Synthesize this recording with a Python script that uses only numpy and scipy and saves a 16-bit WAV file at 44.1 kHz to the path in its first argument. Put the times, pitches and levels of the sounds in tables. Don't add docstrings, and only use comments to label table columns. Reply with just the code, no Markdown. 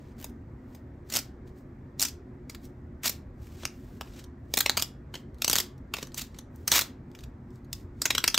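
import sys
import numpy as np
from scipy import signal
from scipy.fft import rfft, irfft, next_fast_len
from scipy.io import wavfile
from scipy.ndimage import uniform_filter1d, map_coordinates

SR = 44100
rng = np.random.default_rng(int(sys.argv[2]) if len(sys.argv) > 2 else 0)


def log_audio(samples):
    frames = np.atleast_2d(samples).T
    limited = np.clip(frames, -1, 1)
    pcm = np.round(limited * 32767).astype(np.int16)
    wavfile.write(sys.argv[1], SR, pcm)


N = 369558

# time in seconds, relative strength in dB, film pitch in Hz,
# relative strength of the rattle in dB.
GLUE_SNAPS = [(0.201, -38.5, 3400, -26), (0.214, -38, 2900, -23), (0.2275, -40.5, 3330, -11),
              (0.244, -32, 4840, -12.5), (0.296, -49, 4000, -15), (0.749, -44, 4730, -11.5),
              (1.1009, -30, 5930, -8.5), (1.124, -21, 7200, -10), (1.1388, -13, 5730, -16),
              (1.1458, -23, 5400, -12), (1.154, -12, 6200, -16), (1.1615, -16, 5800, -7.5),
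              (1.1697, -4, 6340, -23.5), (1.189, -14, 5950, -16.5), (1.476, -50.5, 4000, -16.5),
              (1.9971, -19, 5900, -6), (2.0067, -17, 6000, -10), (2.0169, -14.5, 7000, -5),
              (2.0265, -10.5, 6500, -8), (2.0351, -13.5, 5900, -14), (2.0512, -13, 5930, -11),
              (2.066, -28, 5640, -10), (2.084, -26, 5140, -9), (2.4979, -29.5, 5360, -9),
              (2.5486, -27, 2900, -16.5), (2.6533, -41, 5500, -15.5), (3.0348, -21.5, 4000, -15.5),
              (3.043, -20, 3500, -24), (3.0572, -17, 5050, -11.5), (3.069, -19, 4270, -8.5),
              (3.0793, -11.5, 4800, -16), (3.0951, -18.5, 5100, -10.5), (3.470, -43, 2460, -14),
              (3.6338, -35, 4600, -8.5), (3.6537, -8, 4840, -22), (4.0114, -26, 4150, -11.5),
              (4.0739, -44, 3100, -13), (4.2414, -32.5, 5670, -17), (4.5395, -9.5, 5000, -15.5),
              (4.5733, -14.5, 4300, -5), (4.5879, -16.5, 5400, -8.5), (4.6069, -6.5, 3230, -12.5),
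              (4.6614, -6.5, 3370, -13), (4.6963, -0.5, 4060, -22), (4.771, -11, 4740, -23),
              (4.7744, -9.5, 4560, -10.5), (4.7968, -21, 3900, -7), (4.8172, -23.5, 4680, -16),
              (4.8237, -5.5, 4930, -19), (5.1418, -31, 3000, -2.5), (5.154, -23.5, 3260, -11.5),
              (5.345, -51, 4800, -14), (5.385, -50.5, 4000, -11.5), (5.4206, -6.5, 3900, -19),
              (5.446, -2.5, 5100, -19.5), (5.4796, -4.5, 6070, -18), (5.4989, -4.5, 5800, -16),
              (5.5136, -12, 5160, -17), (5.5311, -5.5, 5000, -13.5), (5.5563, -3, 4700, -26),
              (5.5632, -11, 4600, -13), (5.585, -4.5, 4030, -16.5), (5.602, -16, 5150, -8),
              (5.78, -50, 5000, -13), (5.9392, -11, 2620, -14), (5.9683, -26.5, 4630, -12),
              (5.985, -30, 3760, -9), (6.0282, -24.5, 5800, -12), (6.071, -38.5, 6500, -13),
              (6.12, -42, 3200, -13), (6.145, -22.5, 6300, -15.5), (6.1789, -24, 4970, -7.5),
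              (6.1918, -32, 4500, -12), (6.212, -24.5, 4600, -13), (6.2173, -25.5, 5400, -8),
              (6.3456, -40, 3500, -13), (6.3883, -26.5, 5730, -12.5), (6.56, -47.5, 6070, -16),
              (6.6783, -15.5, 6500, -6), (6.718, -4.5, 5400, -9.5), (6.7255, -11.5, 4600, -10),
              (6.739, -13, 4130, -13), (6.7573, -16, 4520, -6.5), (6.7739, -29, 3800, -18),
              (6.7918, -6, 3730, -17), (6.8116, -19, 3980, -8), (6.819, -15.5, 4080, -17.5),
              (7.116, -49, 5000, -18), (7.151, -37, 3430, -11), (7.19, -37, 3660, -13),
              (7.208, -40, 5000, -18), (7.237, -37.5, 3200, -10), (7.506, -53, 5000, -15.5),
              (7.558, -48, 5450, -16), (7.647, -51.5, 4460, -15), (7.73, -13.5, 5130, -22.5),
              (8.019, -8.5, 5500, -15.5), (8.0562, -8, 4700, -10.5), (8.106, -9, 3240, -9),
              (8.151, -10, 3380, -13.5), (8.181, -10.5, 3300, -8), (8.2413, -1, 3720, -16.5),
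              (8.2789, -4, 4400, -12), (8.3448, -3.5, 3650, -15.5), (8.378, -4, 4200, -15.5)]
# moment of full strength in seconds, rise in seconds, hold in seconds,
# crackle level in dB, relative treble in dB, relative knock of the glass in dB.
MOVEMENTS = [(0, .01, 0.12, -73, -20, 11), (.19, 0.045, .06, -62, 7, 2.5), (0.741, 0.23, 0.03, -70.5, 5, 1),
             (1.146, 0.056, 0.019, -34, -3, -10), (1.478, 0.044, 0.0045, -67.5, -16, -10),
             (1.584, 0.069, 0.0031, -66.5, 4, -43), (1.999, 0.017, .05, -39, -7.5, -17.5),
             (2.509, .05, .04, -64.5, -10, -10), (2.649, 0.092, 0, -60, 0, -29.5),
             (3.043, 0.018, .04, -36.5, 0, -11), (3.434, 0.1, .2, -64.5, 0, -8.5),
             (3.64, 0.17, 0, -52, -23.5, 2), (3.72, 0.037, .26, -69, 4, -4.5), (4.04, .1, .06, -68, 1, 7),
             (4.189, 0.2, 0.0028, -52, -26, -6), (4.59, 0.097, 0, -43.5, 1.5, -8.5),
             (4.637, 0.038, .11, -59, -15, -9), (4.791, 0.045, 0, -43.5, -3.5, -9),
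             (5.149, 0.034, 0.018, -54, -18.5, -3.5), (5.42, .08, 0.096, -60, -6, -15),
             (5.502, 0.051, .1, -38.5, -4.5, -9.5), (5.962, 0.051, .07, -52.5, -9, -2),
             (6.175, 0.036, 0.027, -40.5, -3, -14.5), (6.38, 0.14, 0, -60.5, -35.5, -6),
             (6.548, 0.048, .1, -72, 6, -31.5), (6.749, 0.055, 0.019, -22.5, -2.5, -5.5),
             (7.19, 0.16, .05, -67.5, -6.5, -6), (7.548, 0.17, .03, -73.5, -7.5, -22.5),
             (7.737, 0.066, 0.072, -65, 1.5, -17), (8.054, 0.12, .35, -56.5, -12, -10.5)]
# frequency in Hz, relative level in dB per Hz.
CRACKLE_COLOUR = [(600, -8), (2300, -0.5), (6000, -3), (8000, -4.5), (13000, -7)]
# frequency in Hz, time to fall by 60 dB in seconds.
ROOM_DECAY = [(500, 0.38), (12000, 0.17)]
# frequency in Hz, side level under mid in dB.
ROOM_SIDE = [(200, -37), (700, -16), (1290, -16.5), (2380, -38.5), (4400, -23.5), (15000, -17.5)]
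# frequency in Hz, relative level in dB per Hz.
AIR_COLOUR = [(20, -16.5), (40, -4.5), (100, -4), (370, -11.5), (434, -15.5), (738, -22.5), (1910, -30),
              (2910, -46.5), (7310, -55.5), (16000, -68)]
# frequency in Hz, likeness (1 is identical).
AIR_LIKENESS = [(100, .99999), (190, 1), (290, 1), (640, 0.66), (1410, 0.25), (2200, 1), (3100, 0.32),
                (7000, 0.45)]
# frequency in Hz, width in Hz, boost in dB.
ROOM_MODES = [(74, 70, 8), (132, 21, 9.5), (249.3, 87, 8), (357.2, 40, 8)]
# frequency in Hz, gain in dB.
MIC_RESPONSE = [(8000, 1), (10200, -8.5), (11500, -0.5), (15600, 0.5), (15900, -18.5), (16500, -36)]

AIR_DB = -46
TOP_HZ = 16700
RISE_DB, FALL_DB_PER_S = 30, 369.5
REST_DB = -86.5
SCATTER_DB = 2.5
FOLLOWS, USUAL_TREBLE_DB, USUAL_KNOCK_DB = 0.22, -4.5, -8.5


def snaps():
    s, strength_db, pitch, rattle_db = np.array(GLUE_SNAPS).T[..., None]
    own = colour_of(s[:, 0])
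    treble_db, knock_db = (own + SCATTER_DB * rng.standard_normal(own.shape)).T[..., None]
    size, lead = 2048, 320
    t = (np.arange(size) - lead) / SR
    hz = np.fft.rfftfreq(size, 1 / SR)
    chance = rng.standard_normal((len(s), 2, size))

    before = amp(60 * t / 0.0059) + amp(-16.5) * (1 + t * SR / lead) ** 2
    after = amp(-60 * t / 0.029) + amp(-20.5 - 60 * t / 0.11)
    fade = np.where(t > 0, after, before)
    lumps = amp(17.0 * uniform_filter1d(chance[:, 1], size=24, axis=1))
    noise = fade * lumps * chance[:, 0]
    even_out = np.linalg.norm(fade) / np.linalg.norm(noise, axis=1, keepdims=True)
    noise *= amp(rattle_db + 5.5) * even_out
    crack = -2.9 * (t == 0)

    film = resonance(hz, pitch, sharpness=0.71) + amp(-13.0) * resonance(hz, pitch, sharpness=6.5)
    edge = amp(treble_db) * resonance(hz, 13000, sharpness=0.79)
    knock = resonance(hz, 1300, sharpness=0.35) - amp(-0.5) * resonance(hz, 140, sharpness=0.46)
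    colour = film - edge - amp(knock_db - 3.5) * knock

    echo_s = 0.000493 * amp(4 * chance[:, 1, :1])
    combed = colour * (1 - 0.6 * np.exp(-2j * np.pi * hz * echo_s))
    combed *= np.linalg.norm(colour, axis=1, keepdims=True) / np.linalg.norm(combed, axis=1, keepdims=True)

    rows = amp(strength_db - 6.5) * irfft(rfft(crack + noise) * combed)
    where = np.round(s * SR).astype(int) + np.arange(size)
    return np.bincount(where.ravel(), rows.ravel(), N + 2 * size)[lead:lead + N]


def crackle():
    steps = np.arange(0, N / SR + .001, .001)
    power_db = 10 * np.log10(moves(steps).sum(axis=0) + amp(REST_DB) ** 2)
    curves = (power_db, *colour_of(steps).T)
    level_db, treble_db, knock_db = (np.interp(np.arange(N) / SR, steps, c) for c in curves)
    effort = np.clip((level_db + 73.5) / 35, 0, 1)
    clumps = amp((1.5 + 1.6 * effort) * wobble(220) + (0.2 + 2.5 * effort) * wobble(45))

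    def three_bands(hz):
        low = 1 / (1 + (hz / 3000) ** 4)
        high = 1 / (1 + (9500 / (hz + 1)) ** 8)
        return amp(along(CRACKLE_COLOUR, hz)) * hz / (hz + 300) * [low, 1 - low - high, high]

    body, middle, top = unit(filtered(clumps * rng.standard_normal(N), three_bands)) / np.sqrt(3)
    body_gain = amp(FOLLOWS * (knock_db - USUAL_KNOCK_DB))
    top_gain = amp(FOLLOWS * (treble_db - USUAL_TREBLE_DB))
    return amp(level_db) * (body_gain * body + middle + top_gain * top)


def moves(t):
    s, rise, hold, db = np.array(MOVEMENTS).T[:4, :, None]
    rising_db = np.minimum(RISE_DB * (t - s) / np.maximum(rise, .003), 0)
    falling_db = FALL_DB_PER_S * np.maximum(t - s - np.abs(hold), 0)
    return amp(np.maximum(db + rising_db - falling_db, -300)) ** 2


def colour_of(t):
    power = moves(t)
    return (power / power.sum(axis=0)).T @ np.array(MOVEMENTS)[:, 4:]


def room(x):
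    late = lambda s: np.pad(x, (round(s * SR), 0))[:N]
    table = 0.047 * late(0.0021)
    mid = x + table + amp(-15.0) * reverb(x, .004)
    wall = filtered(late(0.022), lambda hz: resonance(hz, 5500, sharpness=1.3))
    askew = filtered(x, lambda hz: 1j / (1 + (11600 / (hz + 1)) ** 20))
    diffuse = filtered(reverb(x, .002), lambda hz: amp(along(ROOM_SIDE, hz)))
    side = amp(-24.5) * wall + amp(-9.0) * askew + diffuse
    return np.array([mid + side, mid - side])


def reverb(x, delay, count=4):
    turn = (np.arange(N) // round(.035 * SR)) % count
    return sum(signal.fftconvolve(x * (turn == k), tail(ROOM_DECAY, delay))[:N] for k in range(count))


def tail(t60s, delay):
    hz, t, z = signal.stft(rng.standard_normal(SR // 2), SR, nperseg=128)
    h = signal.istft(z * amp(-60 * t / along(t60s, hz)[:, None]), SR, nperseg=128)[1]
    return np.pad(h / np.linalg.norm(h), (round(delay * SR), 0))


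def ventilation():
    z = signal.stft(rng.standard_normal((2, N)), nperseg=1024)[2]
    patches = uniform_filter1d(rng.standard_normal(z.shape[1:]), size=3, axis=0)
    patches = uniform_filter1d(patches, size=5, axis=1)
    pair = signal.istft(z * amp(1.7 * unit(patches)), nperseg=1024)[1][:, :N]

    def mid_and_side(hz):
        drone_db = sum(db * np.exp(-(2 * (hz - c) / w) ** 2) for c, w, db in ROOM_MODES)
        angle = np.arccos(np.clip(along(AIR_LIKENESS, hz), -1, 1)) / 2
        return amp(along(AIR_COLOUR, hz) + drone_db) * [np.cos(angle), np.sin(angle)]

    mid, side = filtered(pair, mid_and_side)
    return amp(AIR_DB) * unit(np.array([mid + side, mid - side]))


def amp(db):
    return 10 ** (np.asarray(db) / 20)


def unit(x):
    return x / np.sqrt(np.mean(x ** 2) + 1e-20)


def along(points, hz):
    f, v = np.transpose(points)
    return np.interp(np.log(hz + 1), np.log(f + 1), v)


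def wobble(rate):
    return map_coordinates(rng.standard_normal(int(N * rate / SR) + 4), [np.arange(N) * rate / SR])


def filtered(x, response):
    m = next_fast_len(N + SR // 2)
    return irfft(rfft(x, m) * response(np.fft.rfftfreq(m, 1 / SR)), m)[..., :N]


def resonance(hz, centre_hz, sharpness):
    width = centre_hz / sharpness
    h = (1j * hz * width / (centre_hz ** 2 - hz ** 2 + 1j * hz * width)) ** 2
    return h / np.sqrt(np.mean(np.abs(h) ** 2, axis=-1, keepdims=True))


def scene():
    return room(snaps() + crackle()) + ventilation()


def record(dry):
    rounded = dry / (1 + np.abs(dry / .9) ** 4) ** (1 / 4)
    return filtered(rounded, lambda hz: amp(along(MIC_RESPONSE, hz)) * np.clip((TOP_HZ - hz) / 150, 0, 1))


dry = scene()
out = record(dry)
log_audio(out)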